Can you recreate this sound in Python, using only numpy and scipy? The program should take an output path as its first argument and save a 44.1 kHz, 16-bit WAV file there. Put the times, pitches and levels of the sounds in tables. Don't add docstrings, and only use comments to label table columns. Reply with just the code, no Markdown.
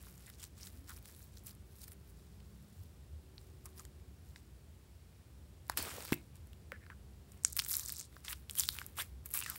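import sys
import numpy as np
from scipy import signal
from scipy.fft import rfft, irfft, next_fast_len
from scipy.io import wavfile
from scipy.ndimage import uniform_filter1d

SR = 44100
rng = np.random.default_rng(int(sys.argv[2]) if len(sys.argv) > 2 else 0)


def volts(x):
    e = np.asarray(x, float) / 20
    return 10 ** e


def store_pcm(level_fs):
    pcm = np.round(np.clip(level_fs, -1, 1) * 32767).astype(np.int16)
    wavfile.write(sys.argv[1], SR, np.atleast_2d(pcm).T)


N = 422470

# pitch in Hz, relative level in dB per Hz.
RUMBLE_COLOUR = [(30, -46), (45, -18.5), (56, -2.5), (63, 1.5), (70, -1), (78, -0.5), (88, -1.5),
                 (98, -7.5), (113, -8.5), (138, -8.5), (163, -16), (198, -14), (238, -20.5), (373, -22),
                 (677, -32), (1500, -44.5), (3000, -72.5)]
# time in seconds, level in dB.
RUMBLE_LEVEL = [(0, -56.5), (1, -56.5), (2.6, -57), (3.4, -56.5), (3.9, -55.5), (5, -59), (5.4, -56.5),
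                (6.3, -56), (7.2, -56), (8, -57.5), (8.4, -57.5), (8.7, -55.5), (9.58, -56.5)]
# start in seconds, end in seconds, start pitch in Hz, end pitch in Hz, level in dB.
ENGINE_DRONES = [(0, 0.25, 189.5, 170, -65.5), (.55, 0.934, 120, 340, -66.5), (1.25, 1.7, 206, 205.7, -66),
                 (2.3, 2.847, 206, 205, -65.5), (1.6, 3, 171.6, 170.9, -67.5), (1.3, 2.8, 383.4, 420, -75),
                 (3.003, 4.153, 380, 368.3, -69.5), (6.3, 7.7, 198.3, 203.6, -68.5)]
# pitch in Hz, time to fall by 60 dB in seconds.
ROOM_DECAY = [(500, 0.18), (2000, 0.2), (6000, 0.19), (12000, 0.15)]
# pitch in Hz, relative level in dB per Hz.
HISS_COLOUR = [(300, -44), (600, -5), (1700, -7.5), (4000, -10), (10000, -13), (16000, -16.5)]
# pitch in Hz, gain in dB.
OVERALL_COLOUR = [(25, -5), (55, -0.5), (5600, 0), (6350, -2.5), (7200, 0.5), (9200, 0.5), (10000, -0.5),
                  (11500, 1), (13500, 0), (14800, -3.5), (15750, 6), (15950, -30), (17000, -16)]
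# pitch in Hz, relative level in dB, time to fall by 60 dB in seconds.
CUP_RINGS = [(149, -11.5, 0.32), (248, -16, 0.18), (300, -14.5, 0.23), (348, -10.5, 0.19), (401, -23, 0.21)]
# time in seconds, peak level in dB, pitch in Hz, length in ms.
PLOPS_AND_BUMPS = [(6.1245, -18, 270, 2.63), (5.699, -36.5, 460, 1.8), (6.725, -44, 520, 5.8),
                   (2.81, -47.5, 95, 34), (3.15, -44.5, 76, 75), (9.15, -45.5, 66, 78)]
# time in seconds, crackle level in dB,
# level in dB of the drag over the rim that shakes the cup wall.
CAP_PEEL = [(5.76, -72, -75), (5.779, -36.5, -48.5), (5.813, -45, -52), (5.92, -48, -55.5),
            (6.0, -50.5, -54.5), (6.062, -53, -64), (6.106, -54.5, -70), (6.129, -48.5, -42),
            (6.152, -66.5, -69), (6.27, -77, -85)]
# start in seconds, end in seconds, start pitch in Hz, end pitch in Hz, level in dB.
WET_GAPS = [(0.266, 0.321, 1990, 1790, -67), (0.388, 0.48, 3400, 2970, -71),
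            (0.607, 0.677, 5500, 5300, -65), (0.89, 0.932, 1500, 1180, -54.5),
            (3.65, 3.697, 1090, 1150, -67), (3.791, 3.823, 1170, 1130, -62.5),
            (5.773, 5.867, 4600, 4500, -51.5), (5.86, 5.965, 1230, 1190, -58),
            (6.043, 6.103, 4500, 4500, -63), (6.087, 6.12, 1600, 1200, -63.5),
            (6.129, 6.216, 2600, 2320, -64), (6.718, 6.788, 1540, 1840, -59.5),
            (6.806, 6.892, 1930, 1640, -71), (6.896, 6.955, 1430, 1400, -61.5),
            (7.69, 7.85, 2180, 2080, -71), (7.721, 8.034, 1100, 1250, -73), (8.569, 8.674, 3130, 3600, -51),
            (8.688, 8.783, 4200, 3200, -66), (8.975, 9.04, 596, 500, -61.5),
            (8.978, 9.044, 1130, 2350, -49.5), (8.981, 9.03, 8550, 9300, -50),
            (8.985, 9.032, 2420, 6600, -48.5), (9.34, 9.425, 2280, 2830, -56.5),
            (9.34, 9.395, 1240, 1200, -60), (9.43, 9.472, 2700, 2200, -58),
            (9.473, 9.568, 1680, 840, -54.5)]
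# start in seconds, end in seconds.
LEAKING_AIR = [(5.79, 6.04), (8.97, 9.8), (9.34, 9.41)]
# loudest moment in seconds, crackle level in dB,
# ms to swell by 20 dB, ms to fade by 20 dB, finest bubbles over middle ones in dB.
SLIME_TEARS = [(0.005, -63, 101, 250, -2), (0.074, -63.5, 150, 130, 4), (0.16, -69, 300.5, 298, 3),
               (0.294, -59.5, 180, 35, -0.5), (0.341, -64, 36, 48, -6), (0.4, -60, 25, 60, -6),
               (0.44, -53, 59.5, 40, -3.5), (0.575, -63, 14.5, 80, -3), (0.629, -59, 79.5, 79.5, -9),
               (0.672, -55, 100.5, 31.5, 0), (0.77, -65.5, 248.5, 80, 2), (0.897, -55.5, 48, 100, -0.5),
               (0.969, -58, 30, 35.5, 2), (1.07, -60.5, 70, 219.5, -1), (1.211, -61.5, 129.5, 106, 3.5),
               (1.375, -63, 77, 45.5, -4), (1.473, -51, 29, 60, 4), (1.78, -67, 190.5, 56, 3),
               (1.836, -53.5, 70, 33, 0.5), (1.884, -58, 20.5, 22, 2), (1.922, -61, 34.5, 29, 8),
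               (2.097, -68.5, 129.5, 55, 3), (2.185, -74, 69, 599.5, -3), (2.854, -71.5, 799.5, 111.5, 0),
               (3.384, -74, 99.5, 504, -1), (3.662, -51.5, 17, 12, 3), (3.69, -71.5, 129, 133, 0),
               (3.779, -56, 25, 81, 1.5), (4.282, -69.5, 65, 80, -1), (4.366, -64, 12, 60.5, -8),
               (5.703, -62.5, 23, 100.5, -3), (6.359, -66, 19, 42, -1), (7.323, -72, 69, 201, 6.5),
               (7.455, -54.5, 17, 134, -9), (7.57, -45, 13, 9, -14), (7.594, -40, 9, 20.5, -14),
               (7.615, -54, 11.5, 158, -7), (7.731, -41.5, 118, 196.5, 3.5), (8.013, -52.5, 500, 62, -14.5),
               (8.172, -66, 101.5, 86, 2), (8.248, -52, 12.5, 150, -9), (8.328, -43.5, 66, 12.5, 5),
               (8.35, -69, 13, 171, 16), (8.5, -62, 14, 399, 4), (8.596, -35.5, 41.5, 43, 6.5),
               (8.625, -48, 20.5, 151.5, -9), (8.69, -50, 100, 200, 6), (8.785, -55, 201.5, 146, -2),
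               (8.982, -43.5, 22, 79.5, 1), (9.009, -39.5, 40, 29, 1), (9.05, -65.5, 28, 109.5, 4),
               (9.263, -51, 16, 24, 8), (9.315, -62, 39, 31, 6), (9.351, -35, 23, 83, 6),
               (9.487, -48.5, 138.5, 140, -7), (9.579, -53, 129.5, 100, 8)]
# start of the stage in seconds,
# their level over the crackle in dB.
HOLLOW_STAGES = [(0, -8), (1.15, -12.5), (3.3, -9), (5.6, 2), (5.75, -4), (7.4, -16.5), (8.1, -5.5),
                 (8.48, -14), (8.75, -5), (9.2, -11.5), (9.42, -8.5)]
# low edge in Hz, high edge in Hz.
BUBBLE_BANDS = [(950, 3900), (3500, 9450), (9000, 16300)]
# time in seconds, peak level in dB, pocket ring in Hz,
# dull part of the snap in dB within the pop, length of tearing in ms.
SINGLE_POPS = [(0.0687, -44.5, 1290, -8, 5.6), (0.179, -45, 7150, -11, 0.55), (0.3, -42, 6890, 5, 1.6),
               (0.4342, -38, 9970, -14, 1.4), (0.6704, -40, 10850, 5, 2.5), (0.9321, -44, 14300, -14, 1.6),
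               (0.9726, -52, 10770, 0, 1.6), (1.0273, -42, 15160, 0, 0.8), (1.0566, -34.5, 8200, 1, 0.3),
               (1.0776, -42, 15500, -18, 0.3), (1.228, -46, 7280, -19, 0.7),
               (1.3722, -43.5, 4200, -12, 1.6), (1.4378, -45, 14210, -13, 0.9),
               (1.4671, -33, 12320, -28.5, 2.9), (1.47, -37, 9220, -18, 2.2), (1.5091, -44, 4570, -22, 3.2),
               (1.551, -45, 10590, -16, 1.0), (1.8403, -40, 8200, -18, 1.34), (1.8799, -37, 14990, -9, 2.3),
               (1.919, -39, 8700, -2, 0.92), (1.932, -43, 8750, -16, 1.0), (2.1001, -54, 15420, -10, 1.9),
               (2.4031, -53, 3270, -5, 2.0), (2.8361, -49, 12400, -17, 1.0), (3.4134, -54, 8530, -3, 1.6),
               (3.6607, -44, 1070, -19, 3.5), (3.8518, -40, 8300, 0, 1.6), (3.9993, -56, 2240, -4, 1.3),
               (5.6677, -51, 7900, -8, 1.7), (5.6811, -41, 11800, -20, 1.0), (5.698, -15, 1270, -14, 1.36),
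               (5.7191, -37, 1450, -13, 1.5), (5.7741, -12.5, 12300, 3, 2.8), (5.784, -28, 12140, -6, 1.3),
               (5.8263, -19, 14560, -20, 1.1), (6.006, -32, 1050, -5, 1.5), (6.0244, -34, 8950, -6, 1.1),
               (6.051, -35, 1090, -14, 2.3), (6.123, -19.5, 1120, -11, 1.5), (6.1293, -19, 2200, -31, 7),
               (6.141, -23, 14990, -5, 1.6), (6.356, -46, 9990, -31, 2.8), (6.4714, -48, 10080, -13, 1.6),
               (6.532, -44.5, 2970, -10, 1.5), (7.3197, -44, 8100, -12, 1.7),
               (7.436, -33.5, 8160, -31, 0.3), (7.4803, -35, 10500, -24, 1.6),
               (7.501, -36, 11710, -21, 0.3), (7.5256, -31, 11530, -16, 1.9),
               (7.5303, -26.5, 7800, -27, 0.3), (7.5561, -40, 12660, -18, 0.5),
               (7.5675, -13.5, 14700, -10, 0.3), (7.5743, -18, 12100, -8, 0.2),
               (7.5876, -17, 14640, -2, 0.2), (7.592, -14, 4800, -7.5, 0.7), (7.5975, -17, 3200, -11, 0.3),
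               (7.6205, -27, 14640, -1, 1.7), (7.6376, -34, 7580, -9, 0.4),
               (7.6487, -25.5, 7650, -12, 0.23), (7.663, -29.5, 7450, 1, 1.1),
               (7.686, -22, 12230, -26, 0.2), (7.698, -27, 11800, -21, 2.7), (7.705, -25, 11460, -14, 3),
               (7.7105, -19, 12490, -13, 0.3), (7.714, -18, 11710, -20, 0.4),
               (7.7234, -24, 12320, -20, 1.5), (7.7299, -21, 7540, -33, 1.0),
               (7.7355, -28, 12660, -21, 2.2), (7.7497, -29, 11110, -26, 1.3),
               (7.7682, -12, 12400, -34, 0.4), (7.777, -33, 8010, -17, 0.4),
               (7.796, -21.5, 7240, -12, 0.17), (7.8518, -27, 14990, -21, 0.5),
               (7.8605, -25, 7500, -30, 0.1), (7.883, -29, 12660, -11, 2.8), (7.8859, -27, 7490, -30, 0.2),
               (7.8944, -27.5, 7600, -8.5, 1.3), (7.902, -29, 4680, -23, 0.26),
               (7.923, -18.5, 14500, -17, 0.24), (7.967, -30.5, 7400, -25, 0.5),
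               (7.9843, -27, 14560, -15, 0.22), (7.9963, -27, 7540, -18, 0.5), (8.012, -30, 7700, -7, 2.6),
               (8.3062, -34, 2004, -12, 3.6), (8.3098, -29, 15330, -3, 1.8), (8.3293, -26.5, 3030, 13, 4.8),
               (8.4971, -25.5, 3200, -23, 0.42), (8.51, -24.5, 9300, -14, 0.2),
               (8.5152, -39, 8700, -16, 0.2), (8.5249, -43.5, 11460, -18.5, 1.0),
               (8.5346, -35, 10850, -19, 0.2), (8.5538, -25.5, 11800, -2, 0.3),
               (8.564, -31, 12490, -22, 0.4), (8.5782, -27, 9990, -26, 1), (8.5867, -17, 10800, -23, 2.5),
               (8.597, -9.5, 7500, -26, 0.97), (8.6263, -35, 5080, -26, 0.6), (8.636, -23, 3830, -10, 0.47),
               (8.655, -37, 7670, -8, 1.1), (8.689, -13, 3760, -12, 0.49), (8.7872, -24, 2600, -6, 0.4),
               (8.7954, -38, 12400, -16, 0.8), (8.8647, -26, 12400, -17, 0.2),
               (9.0213, -24, 11970, -5, 1.2), (9.2589, -27, 12580, -12, 0.7),
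               (9.2624, -30.5, 11630, -7, 0.8), (9.29, -37, 12400, -23, 0.2), (9.305, -34, 11710, -2, 0.8),
               (9.312, -30, 14380, -10, 0.3), (9.3168, -30, 12230, -22, 0.2),
               (9.3228, -34, 12830, -21, 0.2), (9.3396, -15, 11460, -22, 0.3),
               (9.3494, -23, 10600, -17, 1.7), (9.3744, -15, 14560, -8, 0.74), (9.39, -23, 7700, -22, 1.5),
               (9.4043, -22.5, 9820, -18, 0.3), (9.4139, -29, 2510, 8, 2.3), (9.4243, -28.5, 2850, 0, 1.8),
               (9.4373, -28, 8270, -11, 0.9), (9.4442, -35, 4050, -7, 1.5), (9.462, -26.5, 2120, -4, 4.1),
               (9.4997, -21, 12000, -6, 2.4), (9.5616, -26.5, 14300, -19, 0.1)]
# time in seconds,
# peak level in dB, ring in Hz, dull part of the snap in dB within the pop, length of tearing in ms.
BURIED_POPS = [(0.6316, -36, 5750, -17, 1.4), (3.3808, -38, 3860, -11, 1.1),
               (3.7964, -35.5, 6300, -20, 1.05), (4.36, -41.5, 2100, -6, 1.6),
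               (6.7198, -27.5, 1620, -35, 0.62), (6.8375, -53, 1830, -25, 1.2),
               (6.851, -55, 1800, -25, 1.2), (6.8645, -46.5, 1610, -20, 2), (6.9015, -38.5, 1370, -27, 3.3),
               (7.4491, -7.5, 6900, -16.5, 0.33), (7.4504, -21, 6040, -21, 1.2),
               (8.1272, -54, 1890, -2, 1.4), (8.1665, -38, 1050, -15, 1.3), (8.2513, -37, 7800, -17, 0.6),
               (8.2689, -43, 4910, -12, 2), (8.282, -26.5, 2840, 3.5, 2.4), (8.6064, -21.5, 5150, -11, 1.1),
               (8.8158, -31, 1480, -11.5, 2.1), (9.5585, -36, 2380, 6, 1.7)]


def evened(x):
    return x / np.sqrt(np.mean(x ** 2) + 1e-20)


def read(points, hz):
    f, value = np.transpose(points)
    return np.interp(np.log(hz + 1), np.log(f + 1), value)


def along(rows):
    s, *columns = np.transpose(rows)
    return [np.interp(np.arange(N) / SR, s, c) for c in columns]


def add(mix, s, sound):
    part = mix[round(s * SR):][:len(sound)]
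    part += sound[:len(part)]


def band(x, lo_hz, hi_hz):
    return signal.sosfilt(signal.butter(3, [lo_hz, hi_hz], "bandpass", fs=SR, output="sos"), x)


def resonate(x, hz, width_hz):
    turn = np.exp(2j * np.pi * np.cumsum(hz * np.ones(len(x))) / SR)
    r = np.exp(-np.pi * width_hz / SR)
    smoothed = signal.lfilter([1 - r], [1, -r], x / turn)
    return 2 * (turn * smoothed).real


def coloured(spectrum):
    hz = np.fft.rfftfreq(N, 1 / SR)
    shaped = rfft(rng.standard_normal(N)) * volts(read(spectrum, hz))
    return evened(irfft(shaped, N))


def traffic():
    out = volts(along(RUMBLE_LEVEL)[0] + 0.96) * coloured(RUMBLE_COLOUR)
    for start, end, from_hz, to_hz, db in ENGINE_DRONES:
        count = round((end - start) * SR)
        waver_hz = 1.83 * evened(uniform_filter1d(rng.standard_normal(count), 4000))
        turns = np.cumsum(np.linspace(from_hz, to_hz, count) + waver_hz) / SR
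        fades = signal.windows.tukey(count, .6)
        add(out, start, volts(db + 1.5) * np.sin(2 * np.pi * turns) * fades)
    return out


def room(x):
    taps = np.zeros(SR // 2)
    at = np.arange(180, len(taps) - 20, 20)
    taps[at + rng.integers(0, 20, len(at))] = rng.choice([-1., 1.], len(at))
    hz, t, z = signal.stft(taps, SR, nperseg=256)
    decay = volts(-60 * t / read(ROOM_DECAY, hz)[:, None])
    tail = signal.istft(z * decay, SR, nperseg=256)[1]
    return signal.oaconvolve(x, tail / np.linalg.norm(tail))[:N]


def cup():
    push = np.zeros(N)
    for s, db, hz, ms in PLOPS_AND_BUMPS:
        u = np.arange(-2 * ms, 2 * ms, 1000 / SR) / 1000
        swell = np.exp(-(u * 1500 / ms) ** 2)
        add(push, s + u[0], volts(db) * swell * np.sin(2 * np.pi * hz * u + 2.0))
    t = np.arange(SR // 2) / SR
    ring = sum(volts(db - 60 * t / t60) * np.sin(2 * np.pi * hz * t) for hz, db, t60 in CUP_RINGS)
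    ringing = volts(-48.5) * signal.oaconvolve(push, ring)[:N]

    s = np.arange(N) / SR
    dragging = (s > CAP_PEEL[0][0]) & (s < CAP_PEEL[-1][0])
    lumps = volts(5.4 * evened(uniform_filter1d(rng.standard_normal(N), 200)))
    scrape = evened(band(lumps * rng.standard_normal(N), 163, 830))
    drag = dragging * volts(along(CAP_PEEL)[1]) * scrape
    return push + ringing + drag


def squelches():
    out = np.zeros(N)
    for start, end, from_hz, to_hz, db in WET_GAPS:
        count = round((end - start) * SR)
        air, sputter = rng.standard_normal((2, 16000))[:, :count]
        air = air * volts(3.0 * evened(uniform_filter1d(sputter, 130)))
        hz = np.geomspace(from_hz, to_hz, count)
        width_hz = 400 + .08 * hz.mean()
        u = np.linspace(0, 1, count)
        swell = evened(np.minimum(u / 0.12, 1) * (1 - u) ** 1.1)
        tone = resonate(resonate(air, hz, width_hz), hz, width_hz)
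        add(out, start, volts(db) * evened(tone) * swell)
    return out


def tearing():
    settling_db = -83
    cap_fine_db = -2.5
    rounded = 1.35
    t = np.arange(0, N / SR, 1 / 1000)
    s, db, swell_ms, fade_ms, fine_db = np.transpose(SLIME_TEARS)[:, :, None]
    away = np.maximum(1000 * (s - t) / swell_ms, 1000 * (t - s) / fade_ms)
    power = volts(2 * (db - 20 * away ** rounded))
    cap_s, cap_db, _ = np.transpose(CAP_PEEL)
    cap_power = volts(2 * np.interp(t, cap_s, cap_db, -200, -200))
    total = power.sum(0) + cap_power + volts(2 * settling_db)
    fine = ((power * fine_db).sum(0) + cap_power * cap_fine_db) / total
    return t, 10 * np.log10(total), fine


def crackle():
    per_s, spread_db, grain_ms = 3500, 6.0, 0.32
    level_db, fine_db = along(np.transpose(tearing()))
    s = np.arange(N) / SR
    stage_s, stage_db = np.transpose(HOLLOW_STAGES)
    hollow_db = stage_db[np.maximum(np.searchsorted(stage_s, s) - 1, 0)]

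    size = volts(spread_db * np.minimum(rng.exponential(1, N), 4)) * (rng.random(N) < per_s / SR)
    kind = rng.integers(0, 24, N)
    t = np.arange(256) / SR
    snaps = rng.standard_normal((24, 256)) * np.exp(-t * 1000 / grain_ms)
    pitches = np.linspace(1100, 15000, len(snaps))
    grains = [evened(resonate(g, hz, 500 + 0.15 * hz)) + 0.33 * evened(g) for g, hz in zip(snaps, pitches)]
    swarm = evened(sum(signal.oaconvolve(size * (kind == k), g)[:N] for k, g in enumerate(grains)))

    leak = sum((s > start) & (s < end) for start, end in LEAKING_AIR)
    hiss = np.where(leak, .8, 0.53) * rng.standard_normal(N)
    swarm = swarm * np.where(leak, .6, 1) + hiss
    fine = 1 / (1 + volts(-2 * fine_db))
    shares = volts(hollow_db), np.sqrt(1 - fine), np.sqrt(fine)
    return volts(level_db) * sum(w * evened(band(swarm, *edges)) for w, edges in zip(shares, BUBBLE_BANDS))


def small_pops():
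    count, crowding = 170, .35
    over_db, spread_db = 13.5, 4.5
    low_hz, high_hz = 4500, 14800
    short_ms, long_ms = .2, 2.6
    t, level_db, _ = tearing()
    sealed = 1 - sum((t > start) & (t < end) for start, end in LEAKING_AIR)
    crowd = np.cumsum(sealed * (volts(crowding * level_db) - volts(crowding * level_db.min())))
    place, size, length = rng.random((count, 3)).T
    loud, dull = rng.standard_normal((count, 2)).T
    s = np.interp((np.arange(count) + place) / count * crowd[-1], crowd, t)
    db = np.interp(s, t, level_db) + over_db + spread_db * loud
    hz = low_hz + (high_hz - low_hz) * size
    dull_db = -16.5 + 4.2 * dull
    ms = short_ms + (long_ms - short_ms) * length ** 1.3
    return np.transpose([s, db, hz, dull_db, ms])


def pops():
    out, t = np.zeros(N), np.arange(512) / SR
    s, db, hz, dull_db, ms = np.vstack([BURIED_POPS, SINGLE_POPS, small_pops()]).T[:, :, None]
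    bright_db = -7 + 3 * np.log2(hz / 8000)
    bright_db[:len(BURIED_POPS)] = -29

    shreds = rng.standard_normal((len(s), 512)) * np.exp(-t * 1000 / (.75 * ms))
    drive = np.clip(ms - .3, .15, 1.2) * shreds / np.sqrt(ms * SR / 2000)
    drive[:, 0] = 1
    dull = volts(dull_db) * band(drive, 950, 5360)
    for k in range(len(s)):
        ring = drive[k]
        for _ in range(3):
            ring = resonate(ring, hz[k], 800 + hz[k, 0] / 2.55)
        bright = band(drive[k], np.clip(0.49 * hz[k, 0], 5230, 12000), 16300)
        pop = ring + dull[k] + volts(bright_db[k]) * bright
        add(out, s[k, 0], volts(db[k]) * pop / abs(pop).max())
    return out


def scene():
    bursts = pops()
    near = crackle() + squelches() + cup()
    echoes = volts(-20.0) * room(bursts)
    return (bursts + near + echoes + traffic())[None]


def roll_off(x):
    return signal.sosfilt(signal.butter(12, 16980, fs=SR, output="sos"), x)


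def record(dry):
    size = next_fast_len(N + SR)
    hissing = dry + volts(-71) * coloured(HISS_COLOUR)
    colour = volts(read(OVERALL_COLOUR, np.fft.rfftfreq(size, 1 / SR)))
    heard = irfft(rfft(hissing, size) * colour, size)[:, :N]
    return roll_off(heard)


dry = scene()
out = record(dry)
store_pcm(out)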